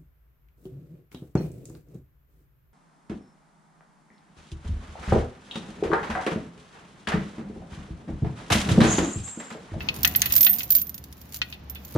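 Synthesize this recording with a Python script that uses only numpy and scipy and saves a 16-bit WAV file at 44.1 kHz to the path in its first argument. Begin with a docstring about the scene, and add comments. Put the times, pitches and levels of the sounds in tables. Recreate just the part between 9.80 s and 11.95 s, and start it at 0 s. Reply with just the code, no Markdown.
"""High ticks and rings of a rusty steel chain, handled close by at a trailer hitch, outdoors over grass.
Links tick and ring as they collide, and scrape as they slide. Heavier steel parts clack and ring
the hitch; moving the chain gives two soft thumps. Behind it: faint wind rumble, low hum, airy hiss."""
import sys
import numpy as np
from scipy import signal
from scipy.fft import rfft, irfft, next_fast_len
from scipy.io import wavfile
from scipy.ndimage import map_coordinates

SR = 44100
rng = np.random.default_rng(int(sys.argv[2]) if len(sys.argv) > 2 else 0)


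def transcribe(u):
    """Save the signal u as a 16-bit wav file named by the first command-line argument.

    u: samples, shape (n,) or (channels, n), limited to [-1, 1]; the rate is SR.
    q: integer samples, one column per channel.
    """
    v = np.clip(np.atleast_2d(u).T, -1, 1)
    q = np.round(v * 32767).astype(np.int16)
    wavfile.write(sys.argv[1], SR, q)


N = 94815
T = np.arange(SR // 2) / SR  # time within one event, s

# Table levels are relative, ahead of each layer's gain.
# link striking link: start_s, tick_db, ring_db
LINK_HITS = [(0.142, -40.5, -36), (.163, -40, -35), (.2319, -26.5, -8.5), (0.251, -20.5, -7),
             (0.2754, -27.5, -8), (0.3596, -27.5, -3.5), (0.4184, -17.5, -29), (.458, -30, -9.5),
             (.523, -26.5, -5), (.538, -26, -16.5), (0.5533, -29, -6.5), (0.564, -23, -1), (.58, -28, -9.5),
             (0.608, -21, -3.5), (.616, -34, -13), (.63, -23.5, -5.5), (.647, -24.5, -2.5),
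             (0.663, -42.5, -5), (0.694, -38, -9.5), (0.7301, -36.5, -9), (.739, -35.5, -15),
             (0.7849, -33.5, -17), (0.794, -33.5, -25.5), (.832, -36, -20.5), (0.9051, -30, -4.5),
             (.921, -29, -4), (0.948, -40.5, -20), (.951, -27, -2), (0.966, -34, -6.5), (0.984, -41, -29),
             (.996, -43, -19), (1.015, -35, -12), (1.069, -47, -24.5), (1.094, -41.5, -41),
             (1.1438, -41.5, -24), (1.1793, -41, -34), (1.2404, -43, -41.5), (1.326, -44, -49),
             (1.415, -49, -41), (1.5232, -43, -51.5), (1.5437, -34.5, -43), (1.898, -43, -22),
             (1.949, -48.5, -31), (2.0493, -44.5, -31)]
# free ringing of the links: pitch_hz, level_db
LINK_RING_MODES = [(13322, 3), (13450, 1.5), (13730, 2), (13930, -6), (14291, 5.5), (14517, -1),
                   (14735, -13), (15100, -7.5)]
# links ring longer when the chain hangs slack: time_s, t60_s
LINK_DECAY = [(.26, 0.023), (.52, 0.039), (.63, 0.097), (1.2, 0.052)]
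# single modes left by a clean strike: start_s, pitch_hz, level_db, t60_s
LINK_PINGS = [(.006, 2670, -33, .09), (0.145, 9125, -50, 0.2), (.36, 12200, -14, 0.044),
              (0.363, 11740, -21, 0.074), (0.418, 6360, -13, 0.02), (.419, 4410, -31.5, 0.052),
              (0.61, 14200, -16.5, 0.23), (.696, 13322, -13, 0.13), (0.758, 9125, -41, 0.048),
              (0.904, 12160, -15, 0.062), (.955, 11700, -17.5, 0.052), (1.094, 12060, -26, 0.036),
              (1.726, 3600, -48, .1), (1.956, 3470, -46, 0.11)]
# link contact spectrum: freq_hz, level_db
TICK_SPECTRUM = [(200, -43), (900, -20), (1800, -7), (3200, -1.5), (5500, -1), (7000, 1), (8500, -11),
                 (10500, 1), (13000, 2), (15000, 1.5), (16200, -10)]
# rusty links sliding: time_s, level_db
SCRAPE_LEVEL = [(.13, -57), (.17, -47), (.2, -51), (.33, -45.5), (.58, -35.5), (.7, -45), (.82, -39.5),
                (.86, -55.5), (.98, -34), (1.05, -63.5), (1.51, -60), (1.565, -35), (1.6, -64),
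                (1.73, -53.5), (1.78, -73), (2.03, -59.5), (2.13, -46)]
# heavy steel knocking on the hitch: start_s, level_db, t60_s, body_offset_db
HITCH_CLACKS = [(.006, -32.5, 0.096, 9.5), (0.0877, -10.5, 0.035, -18), (.248, -4, 0.018, -1),
                (0.251, -26.5, 0.1, 19), (.35, -18, 0.036, 7), (0.42, -22, 0.17, 9), (.458, -21, 0.083, 6),
                (.505, -27.5, 0.17, 6.5), (.667, -10, 0.048, 0.5), (0.806, -22, 0.042, 0.5),
                (1.617, -13.5, 0.053, 1), (1.726, -30, 0.1, -2), (1.956, -37, 0.12, 2.5)]
# clack spectrum, stereo mid: freq_hz, level_db
CLACK_MID_SPECTRUM = [(200, -51), (1000, -22.5), (2200, -15.5), (2800, -2.5), (3600, -4.5), (4600, -8.5),
                      (6000, -20.5), (9000, -38)]
# clack spectrum, stereo side: freq_hz, level_db
CLACK_SIDE_SPECTRUM = [(900, -46.5), (2200, -19.5), (2550, 9), (3000, -4.5), (3800, -6.5), (4600, -9.5),
                       (6000, -21), (9000, -38)]
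# hitch body response: freq_hz, level_db
BODY_SPECTRUM = [(200, -18), (1000, -7.5), (1500, 1), (1980, 9), (2300, -6.5), (5000, -48)]
# hitch steel rung by each clack: pitch_hz, level_db, t60_s
CLACK_MODES = [(1463, -29.5, 0.12), (1917, -25.5, 0.13), (2120, -32, 0.12), (2560, -22.5, 0.065),
               (3200, -25, 0.054), (4314, -27.5, 0.12)]
# blows square on the hitch: start_s, level_db
SQUARE_HITS = [(.248, -43.5), (.664, -44.5)]
# hitch ringing after a square blow: pitch_hz, level_db, t60_s
SQUARE_HIT_MODES = [(727, -3.5, 0.91), (1915, 4, .2)]
# soft thumps: start_s, level_db
CHAIN_THUMPS = [(0.249, -37.5), (0.498, -29.5)]
# envelope of wind and hum: time_s, level_db
WIND_LEVEL = [(0.0, -38.5), (1.41, -51.5), (2.15, -47.5)]
# wind rumble: freq_hz, level_db
WIND_SPECTRUM = [(20, -30), (70, 0.5), (97, -7.5), (200, -5.5), (300, -12.5), (550, -29.5), (1300, -71.5)]
# low hum: pitch_hz, level_db
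HUM_PARTIALS = [(73, -7.5), (122, -10), (147, -15.5), (193, -15.5)]
# open-air hiss envelope: time_s, level_db
AIR_LEVEL = [(0, -43.5), (.6, -46.5), (1.1, -57.5), (2.15, -53)]
# open-air hiss: freq_hz, level_db
AIR_SPECTRUM = [(150, -9.5), (450, 4.5), (800, 3), (3000, -7), (6000, -13.5), (9000, -39.5)]

TICK_T60_S, TICK_TAIL_DB, TICK_TAIL_T60_S = 0.02, -3, 0.046
TICK_RING_LOW_HZ, TICK_RING_HIGH_HZ, TICK_RING_DB, TICK_RING_T60_S = 4400, 7300, -3, 0.025
TICK_DIFFUSE_DB, LEFT_LEAD_S = 2, 0.0002
RING_PAN_DB, TICK_PAN_DB = -6.5, -0.5  # left minus right
LINK_DETUNE_RATIO, LINK_SCATTER_DB, LINK_WIDTH_HZ = 0.004, 4, 7
RING_ATTACK_S, CHOKE_EXPONENT, LINGER_DB, LINGER_T60_S = 0.00017, 1.25, -15.5, 0.18
GRIT_PER_S, GRIT_SPREAD_DB, SHIMMER_DB, SHIMMER_T60_S = 500, 5, -3, 0.048
CLACK_TAIL_DB, CLACK_TAIL_T60_S, STEEL_SCATTER_DB = -22, 0.14, 2
THUMP_HZ, THUMP_T60_S = 73, 0.21
YARD_DB, YARD_T60_S = -24, 0.54
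TOP_HZ = 16100


def links():
    """Each collision ticks and rings a fresh mix of link modes until the neighbours choke them."""
    ticks, rings = np.zeros((2, 2, N))
    rise = 1 - np.exp(-T / RING_ATTACK_S)
    for start_s, tick_db, ring_db in LINK_HITS:
        direct = amp(tick_db) * tick()
        add(ticks[0], start_s, direct)
        add(ticks[1], start_s + LEFT_LEAD_S, direct)
        diffuse = burst(TICK_T60_S, TICK_TAIL_DB, TICK_TAIL_T60_S)
        add(ticks, start_s, amp(tick_db + TICK_DIFFUSE_DB) * diffuse)
        ring = 0
        for hz, db in LINK_RING_MODES:
            gain = amp(db + LINK_SCATTER_DB * rng.normal())
            ring += gain * link_tone(hz * (1 + LINK_DETUNE_RATIO * rng.normal()))
        t60_s = np.interp(start_s, *np.transpose(LINK_DECAY))
        choked = amp(-60 * (T / t60_s) ** CHOKE_EXPONENT)
        decay = choked + amp(LINGER_DB) * fade(LINGER_T60_S)
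        add(rings, start_s, amp(ring_db - 10.5) * unit(ring) * rise * decay)
    for start_s, hz, db, t60_s in LINK_PINGS:
        add(rings, start_s, amp(db) * link_tone(hz) * rise * fade(t60_s))
    return amp(-0.5) * pan(TICK_PAN_DB) * colour(ticks, TICK_SPECTRUM) + pan(RING_PAN_DB) * rings


def tick(mode_count=4):
    """Hard contact: a crack plus brief resonances that differ from link to link."""
    pitches_hz = rng.uniform(TICK_RING_LOW_HZ, TICK_RING_HIGH_HZ, mode_count)
    ring = unit(sum(tone(hz)[0] for hz in pitches_hz))
    crack = rng.standard_normal(len(T)) * fade(TICK_T60_S)
    return crack + amp(TICK_RING_DB) * ring * fade(TICK_RING_T60_S)


def link_tone(hz):
    """One link mode, blurred by chatter against its neighbours."""
    step_rad = np.sqrt(2 * np.pi * LINK_WIDTH_HZ / SR)
    drift_rad = step_rad * np.cumsum(rng.standard_normal((2, len(T))), axis=1)
    return np.sqrt(2) * np.sin(2 * np.pi * (hz * T + rng.random((2, 1))) + drift_rad)


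def scrape():
    """Rust grinds in tiny grains between sliding links and keeps their modes shimmering."""
    noise = rng.standard_normal((2, N))
    grain_db = GRIT_SPREAD_DB * wobble(GRIT_PER_S) + 2.7 * wobble(70)
    grit = level(SCRAPE_LEVEL) * unit(noise * amp(grain_db))
    ring = sum(amp(db) * link_tone(hz) for hz, db in LINK_RING_MODES) * fade(SHIMMER_T60_S)
    return colour(grit, TICK_SPECTRUM) + amp(SHIMMER_DB) * pan(RING_PAN_DB) * excite(ring, grit)


def hitch():
    """Heavy contacts clack and ring the steel; firm ones sound the body, square ones ring on."""
    blows, body, rings = np.zeros((3, 2, N))
    for start_s, db, t60_s, body_db in HITCH_CLACKS:
        clack = burst(t60_s, CLACK_TAIL_DB, CLACK_TAIL_T60_S)
        clack[:, 0] += amp(19)  # first touch
        add(blows, start_s, amp(db) * clack)
        add(body, start_s, amp(db + body_db) * clack)
        for hz, mode_db, mode_t60_s in CLACK_MODES:
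            ring_db = db + body_db / 2 + mode_db + STEEL_SCATTER_DB * rng.normal()
            add(rings, start_s, amp(ring_db) * tone(hz) * fade(mode_t60_s))
    for start_s, db in SQUARE_HITS:
        for hz, mode_db, t60_s in SQUARE_HIT_MODES:
            add(rings, start_s, amp(db + mode_db) * tone(hz) * fade(t60_s))
    mid = amp(-12) * colour(blows[0], CLACK_MID_SPECTRUM)
    side = amp(-7) * colour(blows[1], CLACK_SIDE_SPECTRUM)
    resonance = amp(-19) * colour(body, BODY_SPECTRUM) + rings
    return np.array([mid + side, mid - side]) + pan(6.3) * resonance


def thumps():
    """Soft low thumps as the chain is moved."""
    track = np.zeros(N)
    for start_s, db in CHAIN_THUMPS:
        add(track, start_s, amp(db) * np.sin(2 * np.pi * THUMP_HZ * T) * fade(THUMP_T60_S))
    return track


def yard(x):
    """Faint, dull scatter from the surroundings."""
    tail = rng.standard_normal((2, len(T))) * fade(YARD_T60_S)
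    return amp(YARD_DB) * colour(excite(tail, x), [(3000, 5.5), (14000, -3)])


def wind_and_hum():
    """Wind rumble and a wavering low hum under one envelope."""
    hum = 0
    for hz, db in HUM_PARTIALS:
        gain = amp(db + 5.07 * wobble(5.69))
        drift_rad = 0.47 * wobble(5.97)
        hum += gain * np.sin(2 * np.pi * hz * np.arange(N) / SR + drift_rad)
    rumble = rush(WIND_SPECTRUM, side_db=-17)
    return level(WIND_LEVEL) * (amp(1) * rumble + amp(4.5) * hum)


def air():
    """Wide hiss of open air."""
    return level(AIR_LEVEL) * rush(AIR_SPECTRUM, side_db=-1)


def burst(t60_s, tail_db, tail_t60_s):
    """Dense, quickly damped contact vibration with a weaker tail."""
    return rng.standard_normal((2, len(T))) * (fade(t60_s) + amp(tail_db) * fade(tail_t60_s))


def tone(hz):
    """One mode, left and right somewhat out of phase."""
    return np.sqrt(2) * np.sin(2 * np.pi * (hz * T + rng.random()) + rng.standard_normal((2, 1)))


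def rush(spectrum, side_db):
    """Stereo noise, rms 1."""
    mid, side = colour(rng.standard_normal((2, N)), spectrum)
    return unit(np.array([mid + amp(side_db) * side, mid - amp(side_db) * side]))


def excite(response, x):
    """Convolve x with an energy-normalised impulse response."""
    return signal.fftconvolve(x, response / np.linalg.norm(response[0]), axes=1)[:, :N]


def colour(x, spectrum):
    """Minimum-phase, unit-power filter through (freq_hz, level_db) points."""
    size = 2 * next_fast_len(N)
    hz, db = np.transpose(spectrum)
    bins_hz = np.fft.rfftfreq(size, 1 / SR)
    gain = unit(amp(np.interp(np.log(bins_hz + 1), np.log(hz + 1), db)))
    cepstrum = irfft(np.log(gain + 1e-6))
    cepstrum[1:size // 2] *= 2
    cepstrum[size // 2 + 1:] = 0
    return irfft(rfft(x, size) * np.exp(rfft(cepstrum)), size)[..., :N]


def amp(db):
    """Decibels to gain."""
    return 10 ** (np.asarray(db) / 20)


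def unit(x):
    """Scale to rms 1."""
    return x / np.sqrt(np.mean(x ** 2) + 1e-20)


def fade(t60_s):
    """Exponential decay."""
    return amp(-60 * T / t60_s)


def level(points):
    """Gain per sample from (time_s, level_db) points."""
    return amp(np.interp(np.arange(N) / SR, *np.transpose(points)))


def wobble(knots_per_s):
    """Smooth random curve."""
    knots = rng.standard_normal(int(N * knots_per_s / SR) + 4)
    return map_coordinates(knots, [np.arange(N) * knots_per_s / SR])


def pan(db):
    """Stereo gains, left minus right = db."""
    return amp([[db / 2], [-db / 2]])


def add(track, start_s, sound):
    """Mix a sound in at start_s."""
    i = round(start_s * SR)
    track[..., i:i + sound.shape[-1]] += sound[..., :N - i]


def scene():
    """Chain and hitch close by, over the background."""
    steel = links() + scrape() + hitch()
    return steel + yard(steel) + thumps() + wind_and_hum() + air()


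def record(dry):
    """Clip at full scale, then cut above TOP_HZ."""
    size = next_fast_len(N + SR // 2)
    passband = np.fft.rfftfreq(size, 1 / SR) < TOP_HZ
    return irfft(rfft(np.clip(dry, -1, 1), size) * passband, size)[:, :N]


dry = scene()
out = record(dry)
transcribe(out)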